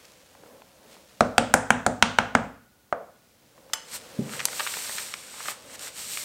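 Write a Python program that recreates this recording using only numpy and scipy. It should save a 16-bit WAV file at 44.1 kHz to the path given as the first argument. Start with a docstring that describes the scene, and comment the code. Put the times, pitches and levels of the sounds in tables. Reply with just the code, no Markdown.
"""Rapping a spoon on a soap mold

A spoon raps eight times on a wooden mold to shake off thick batter; the wood and its steel bench ring.
A dull knock and a metal clink follow as the spoon is put away. The mold is bumped, and a paper towel
hisses along its paper-lined rim, catching as it goes. The room is small and hard. The raps overload
the one close microphone, and a faint hiss sinks after them and slowly returns."""
import sys
import numpy as np
from scipy import signal
from scipy.fft import rfft, irfft
from scipy.io import wavfile

SR = 44100
rng = np.random.default_rng(int(sys.argv[2]) if len(sys.argv) > 2 else 0)


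def store_pcm(level_fs):
    """Save levels as 16-bit WAV."""
    pcm = np.round(np.clip(level_fs, -1, 1) * 32767).astype(np.int16)
    wavfile.write(sys.argv[1], SR, np.atleast_2d(pcm).T)


N = 275184
TIME, HZ = np.arange(N) / SR, np.fft.rfftfreq(N, 1 / SR)
TOP_HZ = 15900  # upper edge of the treble


def spoon_raps():
    """Eight hard raps on the mold, then one soft, dull knock."""
    # (time [s], wood level [dB], bench level [dB], place [0 mid-wall to 1 stiff corner],
    #  clack level [dB], clack brightness [dB per octave], pitch of the knock [factor])
    blows = [(1.2078, 0.5, 1, 0.14, -7.5, -2, 0.89), (1.3814, 0.5, 2, 0.03, 0, -1.5, 1),
             (1.5402, 3, .5, 0.25, 1, 6, 1.07), (1.7052, 1.5, 1, 0.72, -4, 0, 1.07),
             (1.8649, -3.5, .5, 0, -5, 0, 0.99), (2.0256, 0, -1.5, 1, 0, -7.5, 1.04),
             (2.187, 0, -1.5, 0.94, -6.5, -4.5, 1.038), (2.3516, 0, 1.5, 0.76, -8.5, -2.5, 0.99),
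             (2.9264, -8, -24, .12, -31.5, -10.5, 0.884)]
    out = np.zeros(N)
    for s, *blow in blows:
        add(out, *knock(s, *blow))
    return out


def knock(s, wood_db, bench_db, place, clack_db, tilt_db, pitch, lead_s=0.0009):
    """The spoon clacks just before the wood answers; gives the start time and the sound with its echo."""
    # tone of the spoon hitting the rim: (frequency [Hz], level [dB])
    clack_tone = [(1500, -12), (2600, 6.5), (3800, 3.5), (5000, 2), (6000, 4.5), (8500, 3), (9600, 1),
                  (10600, -18), (14000, -10.5), (16000, -24.5)]
    wood = np.zeros(SR)
    add(wood, lead_s, mold_and_bench(wood_db, bench_db, place, pitch))
    tilted_tone = [(hz, db + tilt_db * np.log2(hz / 6000)) for hz, db in clack_tone]
    clack = amp(clack_db - 6) * colour(burst(length_s=0.0019), tilted_tone)
    echo = room(spread(amp(-5) * (wood + clack)))
    return s - lead_s, wood + clack + echo


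def mold_and_bench(wood_db, bench_db, place, pitch, bench_hz=239.7, detune=0.019, scatter_db=2):
    """Struck wood and steel vibrate: the shortest notes make the knock, longer ones the boom and ring."""
    # natural notes of mold and bench: (frequency [Hz], level [dB], time to fade by 60 dB [s])
    notes = [(58, -43.5, 0.62), (87, -39, 0.15), (106.2, -34.5, 0.4), (120.6, -33, 0.26),
             (163.4, -32, 0.27), (200, -26, 0.039), (229.7, -20, 0.13), (249.4, -28, 0.38),
             (317.4, -32.5, 0.21), (445, -34, 0.078), (525, -32.5, 0.34), (591, -32.5, 0.18),
             (675, -28.5, 0.11), (721.4, -24, 0.18), (798, -27, 0.068), (775, -6.5, 0.025),
             (943, 6, 0.0064), (1193, -3, 0.0099), (1376, 8.5, 0.0086), (1650, -8.5, 0.0082),
             (2112, -7, 0.013), (2903, -11.5, 0.0073), (1510, -24.5, 0.067), (1456, -49, 1.4)]
    # how hard base board, side wall, rim and edge are shaken:
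    # (frequency [Hz], level if hit mid-wall [dB], level if hit at a corner [dB])
    parts = [(650, 4, -28.5), (970, .5, 5.5), (1480, -4, -3), (2250, -7, 5.5)]
    hz, db, fade_s = np.transpose(notes)
    drive = [(f, wood_db + mid_db + place * (corner_db - mid_db)) for f, mid_db, corner_db in parts]
    db = db + read([(bench_hz, bench_db)] + drive, hz)  # the bench booms below bench_hz
    short = fade_s < 0.03
    # the spoon presses differently at every blow, nudging the higher ringing notes
    pitch_nudge, level_nudge = rng.standard_normal((2, len(hz))) * (~short & (hz > 400))
    hz = hz * np.where(short, pitch, 1 + detune * pitch_nudge)
    db = db + scatter_db * level_nudge
    return ring(np.transpose([hz, db, fade_s]), rise_s=0.0006)


def spoon_clink():
    """The spoon meets metal: a tick and a quickly fading ring, with their echo."""
    # when it lands: (time [s], level [dB])
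    landings = [(3.7337, -17)]
    # natural notes of the spoon on metal: (frequency [Hz], level [dB], time to fade by 60 dB [s])
    notes = [(895, -26, 0.34), (1480, -29, 0.35), (3075, -1.5, 0.022), (2980, -23, 0.1),
             (3400, -4.5, 0.021), (4380, -26, .04), (4700, -16, 0.051), (5200, -2, 0.018),
             (6280, -5, 0.031), (7300, -9, 0.029), (7580, -19, .13), (9060, -9, 0.022), (9870, -10, 0.035),
             (11900, -19, 0.055), (13260, -18, .05), (14700, -19, .04)]
    # tone of the tick: (frequency [Hz], level [dB])
    tick_tone = [(150, -9.5), (420, -9.5), (880, 1.5), (1400, 2), (2000, -0.5), (2600, -7), (4000, -5),
                 (8000, -3.5), (10500, -16), (15500, -21)]
    out = np.zeros(N)
    for s, db in landings:
        metal = ring(notes, rise_s=0.00018)
        tick = amp(8) * colour(burst(length_s=0.0038), tick_tone)
        echo = room(amp(-5) * metal + amp(-2) * spread(tick))
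        add(out, s, amp(db) * (metal + tick + echo))
    return out


def mold_bumps():
    """A soft hand nudges the mold and wakes only its low notes."""
    # nudges: (time [s], level [dB])
    nudges = [(4.189, -14), (4.599, -59), (5.139, -47), (5.486, -45), (5.981, -45)]
    # notes of the pushed mold: (frequency [Hz], level [dB], time to fade by 60 dB [s])
    notes = [(75, -30, 0.17), (137, -11, 0.21), (166, -8, 0.16), (196, -2, 0.052), (222, 7.5, 0.042),
             (277, -18, 0.23), (390, -8, 0.075), (540, -6, 0.023)]
    out = np.zeros(N)
    for s, db in nudges:
        add(out, s, amp(db) * ring(notes, rise_s=0.0019, rise_cycles=1.0))
    return out


def towel(fast_stroke_db=-35):
    """Fibres brush the rim in a hiss that brightens with speed; pressure adds a rasp and small slips."""
    # wipes: (start [s], speeding up [s], steady [s], slowing [s], speed [dB],
    #  pressure relative to speed [dB])
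    strokes = [(3.875, 0.068, 0.021, 0.029, -34, -10), (4.229, .105, .02, .14, -40, -1),
               (4.34, .24, .42, .29, -34, -10), (5.25, 0.25, 0.01, 0.043, -34, -5),
               (5.625, 0.12, .014, 0.0068, -42.5, -4), (5.773, 0.044, 0.068, 0.024, -38, -6.5),
               (5.91, 0.066, 0.039, 0.14, -37.5, -10.5), (6.0, 0.12, .11, .1, -34.5, -22)]
    # tone of the fine hiss: (frequency [Hz], level [dB])
    hiss_tone = [(1290, -15), (2200, -7.5), (2430, -6.5), (3040, -6.5), (4350, -3.5), (4960, -6.5),
                 (5720, -3.5), (6210, -7), (7090, -3.5), (8370, 0.5), (10400, -14.5), (12700, -11.5),
                 (13600, -14), (16000, -25)]
    # tone of the high fizz of fast strokes: (frequency [Hz], level [dB])
    fizz_tone = [(5000, -37), (9000, 0), (11000, -5), (13500, 4), (16000, -8)]
    # tone of the coarse rasp: (frequency [Hz], level [dB])
    rasp_tone = [(120, -15), (300, -8.5), (600, -0.5), (1200, 6.5), (2000, 5), (3200, -1), (5500, -24.5)]
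    speed = sum(gesture(*motion) for *motion, _ in strokes)
    pressure = sum(gesture(*motion) * amp(pressure_db) for *motion, pressure_db in strokes)
    hiss = amp(-1.38) * speed * grains(hiss_tone, per_s=16000)
    fizz = amp(-47) * (speed / amp(fast_stroke_db)) ** 2.1 * noise(fizz_tone)
    rasp = amp(-3) * pressure * grains(rasp_tone, per_s=3000)
    return hiss + fizz + rasp + towel_slips(pressure)


def towel_slips(pressure, per_s=18, centre_hz=1440, spread_octaves=0.35, spread_db=3.5):
    """Small catches at uneven intervals, as strong as the towel is pressed."""
    out = np.zeros(N)
    chances = rng.uniform(-1, 1, (int(N / SR * per_s), 3))
    for k, (late, size, pitch) in enumerate(chances):
        s = (k + 0.5 + 0.5 * late) / per_s
        hz = centre_hz * 2 ** (spread_octaves * pitch)
        add(out, s, amp(9.5 + spread_db * size) * snap(hz, length_s=0.0018))
    return out * pressure


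def paper_lining():
    """The stiff paper lining catches on the towel and lets go; once it cracks sharply."""
    # the loudest catches: (time [s], level [dB], pitch [Hz], length [s])
    catches = [(4.392, -28, 2200, .009), (4.401, -22, 1900, .004), (4.413, -25, 1800, .001),
               (4.484, -24, 1530, .0024), (4.53, -24.5, 1570, 0.0019), (4.594, -21.5, 1566, 0.0087),
               (4.604, -20.5, 1390, 0.0035), (4.665, -24, 1320, 0.0022), (4.672, -21.5, 1640, 0.0025),
               (4.738, -27, 1660, 0.0044), (4.769, -27.5, 1220, 0.0033), (4.895, -23, 1290, .0012),
               (4.981, -26, 2040, 0.0056), (5.139, -17.5, 2130, 0.0017), (5.404, -33, 1240, 0.0036),
               (5.483, -21.5, 1240, 0.0041), (5.793, -32, 5000, .0027), (6.173, -22, 1900, 0.0016)]
    # the sharp crack: (time [s], level [dB])
    cracks = [(4.4537, -8.5)]
    # tone of the crack: (frequency [Hz], level [dB])
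    crack_tone = [(200, -14), (500, -11), (950, 6), (1600, -5), (3000, 2), (4400, 1.5), (6500, 4.5),
                  (11000, 4.5), (16000, -6)]
    out = np.zeros(N)
    for s, db, hz, length_s in catches:
        add(out, s, amp(db) * snap(hz, length_s))
    for s, db in cracks:
        add(out, s, amp(db) * colour(burst(length_s=0.0018), crack_tone))
    return out


def handling_taps():
    """Faint taps as things are handled."""
    # light touches: (time [s], level [dB], pitch [Hz])
    touches = [(.052, -42.5, 3980), (.118, -48, 5500), (.350, -40, 650), (.435, -39, 550),
               (.461, -46.5, 900), (.619, -42, 1081), (.966, -43, 546), (3.578, -44, 650),
               (3.697, -44, 1000)]
    out = np.zeros(N)
    for s, db, hz in touches:
        add(out, s, amp(db) * snap(hz, length_s=0.0026))
    return out


def movement_and_hiss():
    """A sleeve swishes and the body shuffles, over a faint hiss that sinks after the raps and returns."""
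    # the hiss dips and recovers, like a recorder turning itself down and up: (time [s], level [dB])
    hiss_levels = [(0, -56), (.55, -63), (1.2, -58.5), (2.7, -81.5), (3.2, -68.5), (3.7, -63), (4.0, -50.5),
                   (5.3, -54), (5.6, -53), (6.24, -56.5)]
    # a sleeve brushing: (start [s], rise [s], hold [s], release [s], level [dB])
    brushes = [(0.85, 0.068, 0.017, 0.11, -53)]
    # the soap maker shifting about: (start [s], rise [s], hold [s], release [s], level [dB])
    shifts = [(0.142, 0.37, 0.033, 0.2, -52), (0.624, .22, 0.11, 0.33, -55.5),
              (3.45, 0.14, 0.14, 0.17, -59), (3.7, 0.52, .3, 0.2, -48), (5.55, .1, .2, .3, -55)]
    # tone of the swish and the bright part of the hiss: (frequency [Hz], level [dB])
    bright_tone = [(700, -5.5), (1500, 0.5), (3200, 0.5), (5000, -1), (8500, -4), (10500, -8.5),
                   (15500, -15.5)]
    # tone of the shuffle and the dull part of the hiss: (frequency [Hz], level [dB])
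    dull_tone = [(100, -11), (250, -4), (380, -9), (515, 3), (680, -6.5), (1200, -13), (3000, -27.5)]
    hiss = amp(np.interp(TIME, *np.transpose(hiss_levels)))
    bright = np.hypot(hiss, sum(gesture(*row) for row in brushes))
    dull = np.hypot(amp(-4) * hiss, sum(gesture(*row) for row in shifts))
    return bright * grains(bright_tone, per_s=7200, spread_db=-1.5) + dull * noise(dull_tone)


def room(x, first_echo_s=0.0017, early_db=3, early_s=0.014):
    """Dense echoes, strongest from the near surfaces, each pitch dying at its own speed."""
    # how long the room rings: (frequency [Hz], time to fade by 60 dB [s])
    fade_times = [(100, 0.62), (500, .42), (1400, 0.48), (4000, 0.46), (8000, 0.42), (15000, 0.06)]
    # tone of the echo: (frequency [Hz], level [dB])
    echo_tone = [(100, -6.5), (270, 0.5), (370, -3.5), (480, 3), (800, -4), (1500, -8), (3000, -7.5),
                 (8000, -8), (15000, -10.5)]
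    hz, frame_s, bands = signal.stft(rng.standard_normal(SR), SR, nperseg=256)
    fade = amp(-60 * frame_s / read(fade_times, hz)[:, None])
    tail = signal.istft(bands * fade, SR, nperseg=256)[1][:SR]
    t = TIME[:SR]
    tail = tail * (t > first_echo_s) * amp(early_db * np.exp(-t / early_s))
    tail = colour(tail / np.linalg.norm(tail), echo_tone)
    return signal.fftconvolve(x, tail)[:len(x)]


def background(level_db=-61.5):
    """A faint, steady rumble and hiss."""
    # its tone: (frequency [Hz], level [dB])
    tone = [(15, -35), (25, -4), (92, -0.5), (195, 0.5), (427, -6.5), (531, -5.5), (1290, -14), (1400, -12),
            (1700, -14.5), (6380, -17), (10100, -18.5), (14800, -17.5), (16000, -16.5)]
    return amp(level_db) * noise(tone)


def spread(x):
    """A blow as the room gathers it from all sides: the same energy, with the gaps in its tone filled."""
    power, hz = abs(rfft(x)) ** 2, np.fft.rfftfreq(len(x), 1 / SR)
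    tone = []
    for centre in np.geomspace(50, 17000, 50):
        nearby = (hz > centre / 1.15) & (hz < centre * 1.15)
        tone.append((centre, 10 * np.log10(power[nearby].mean() + 1e-12)))
    return colour(signal.unit_impulse(len(x)), tone)


def ring(notes, rise_s, rise_cycles=0.3):
    """Fading pure notes that build up while the contact lasts; the heavy low ones take longer."""
    hz, db, fade_s = np.transpose(notes)[:, :, None]
    t = TIME[:SR]
    waves = amp(db - 60 * t / fade_s) * np.sin(2 * np.pi * hz * t)
    build_up = 1 - np.exp(-t / (rise_s + rise_cycles / hz))
    return (waves * build_up).sum(0)


def burst(length_s):
    """The brief noise of two things touching: it rises quickly and dies away."""
    age = np.minimum(TIME[:SR] / length_s, 40)
    return rng.standard_normal(SR) * np.exp(-age) * (1 - np.exp(-6 * age))


def snap(hz, length_s, width=1.4):
    """A short burst of noise gathered around one pitch."""
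    low, high = hz / width, min(hz * width, TOP_HZ)
    core = signal.lfilter(*signal.butter(1, [low, high], "band", fs=SR), burst(length_s))
    edge_trim = signal.butter(2, [hz * 0.26, min(hz * 3.6, TOP_HZ)], "band", fs=SR)
    return signal.lfilter(*edge_trim, core) * np.sqrt(SR / 2 / (high - low))


def gesture(start, rise_s, hold_s, release_s, db, depth_db=18.5, ease_db_per_s=1):
    """Strength of one arm movement: it swells, eases off slowly, and dies away."""
    t = TIME - start
    before = np.maximum(1 - t / rise_s, 0)
    after = np.maximum(t - rise_s - hold_s, 0) / release_s
    easing_db = ease_db_per_s * np.maximum(t - rise_s, 0)
    return amp(db - depth_db * (before + after) - easing_db)


def grains(tone, per_s, spread_db=0):
    """Many tiny random clicks that blend into noise of the given tone."""
    size = amp(spread_db * np.minimum(rng.exponential(1, N), 4))
    clicks = size * rng.standard_normal(N) * (rng.random(N) < per_s / SR)
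    return unit(colour(clicks, tone))


def noise(tone):
    """Steady noise of the given tone."""
    return unit(irfft(rfft(rng.standard_normal(N)) * amp(read(tone, HZ)), N))


def colour(x, tone):
    """Gives a sound a tone, with a filter that never rings early, so clicks keep their sharp start."""
    hz = abs(np.fft.fftfreq(2048, 1 / SR))
    log_gain = np.log(amp(read(tone, hz)))
    response = np.exp(np.conj(signal.hilbert(log_gain)))
    return signal.oaconvolve(x, np.fft.ifft(response).real)[:len(x)]


def read(points, hz):
    """Reads between (frequency, value) points, on a scale of octaves."""
    point_hz, value = np.transpose(points)
    return np.interp(np.log(hz + 1), np.log(point_hz), value)


def add(mix, s, sound):
    """Mixes a sound in at s seconds."""
    part = mix[max(0, round(s * SR)):][:len(sound)]
    part += sound[:len(part)]


def amp(db):
    """Turns decibels into a multiplier."""
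    return 10 ** (np.asarray(db) / 20)


def unit(x):
    """Scales a sound to an average strength (rms) of 1."""
    return x / np.sqrt(np.mean(x ** 2) + 1e-20)


def scene():
    """All sources in the room, heard from one point."""
    thuds = mold_bumps()
    light_sounds = paper_lining() + handling_taps() + towel()
    echo = room(amp(-6.5) * thuds + amp(-7.5) * light_sounds)
    mono = spoon_raps() + spoon_clink() + thuds + light_sounds + echo + movement_and_hiss() + background()
    return np.array([mono, mono])


def record(dry, low_cut_hz=47):
    """The microphone drops the deepest bass, flattens the loudest peaks and loses the highest treble."""
    bass_cut = signal.lfilter(*signal.butter(3, low_cut_hz, "high", fs=SR), dry)
    clipped = bass_cut / (1 + bass_cut ** 8) ** (1 / 8)
    treble_filter = signal.firwin(511, TOP_HZ, window=("kaiser", 9), fs=SR)
    return signal.oaconvolve(clipped, treble_filter[None], "same")


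dry = scene()
out = record(dry)
store_pcm(out)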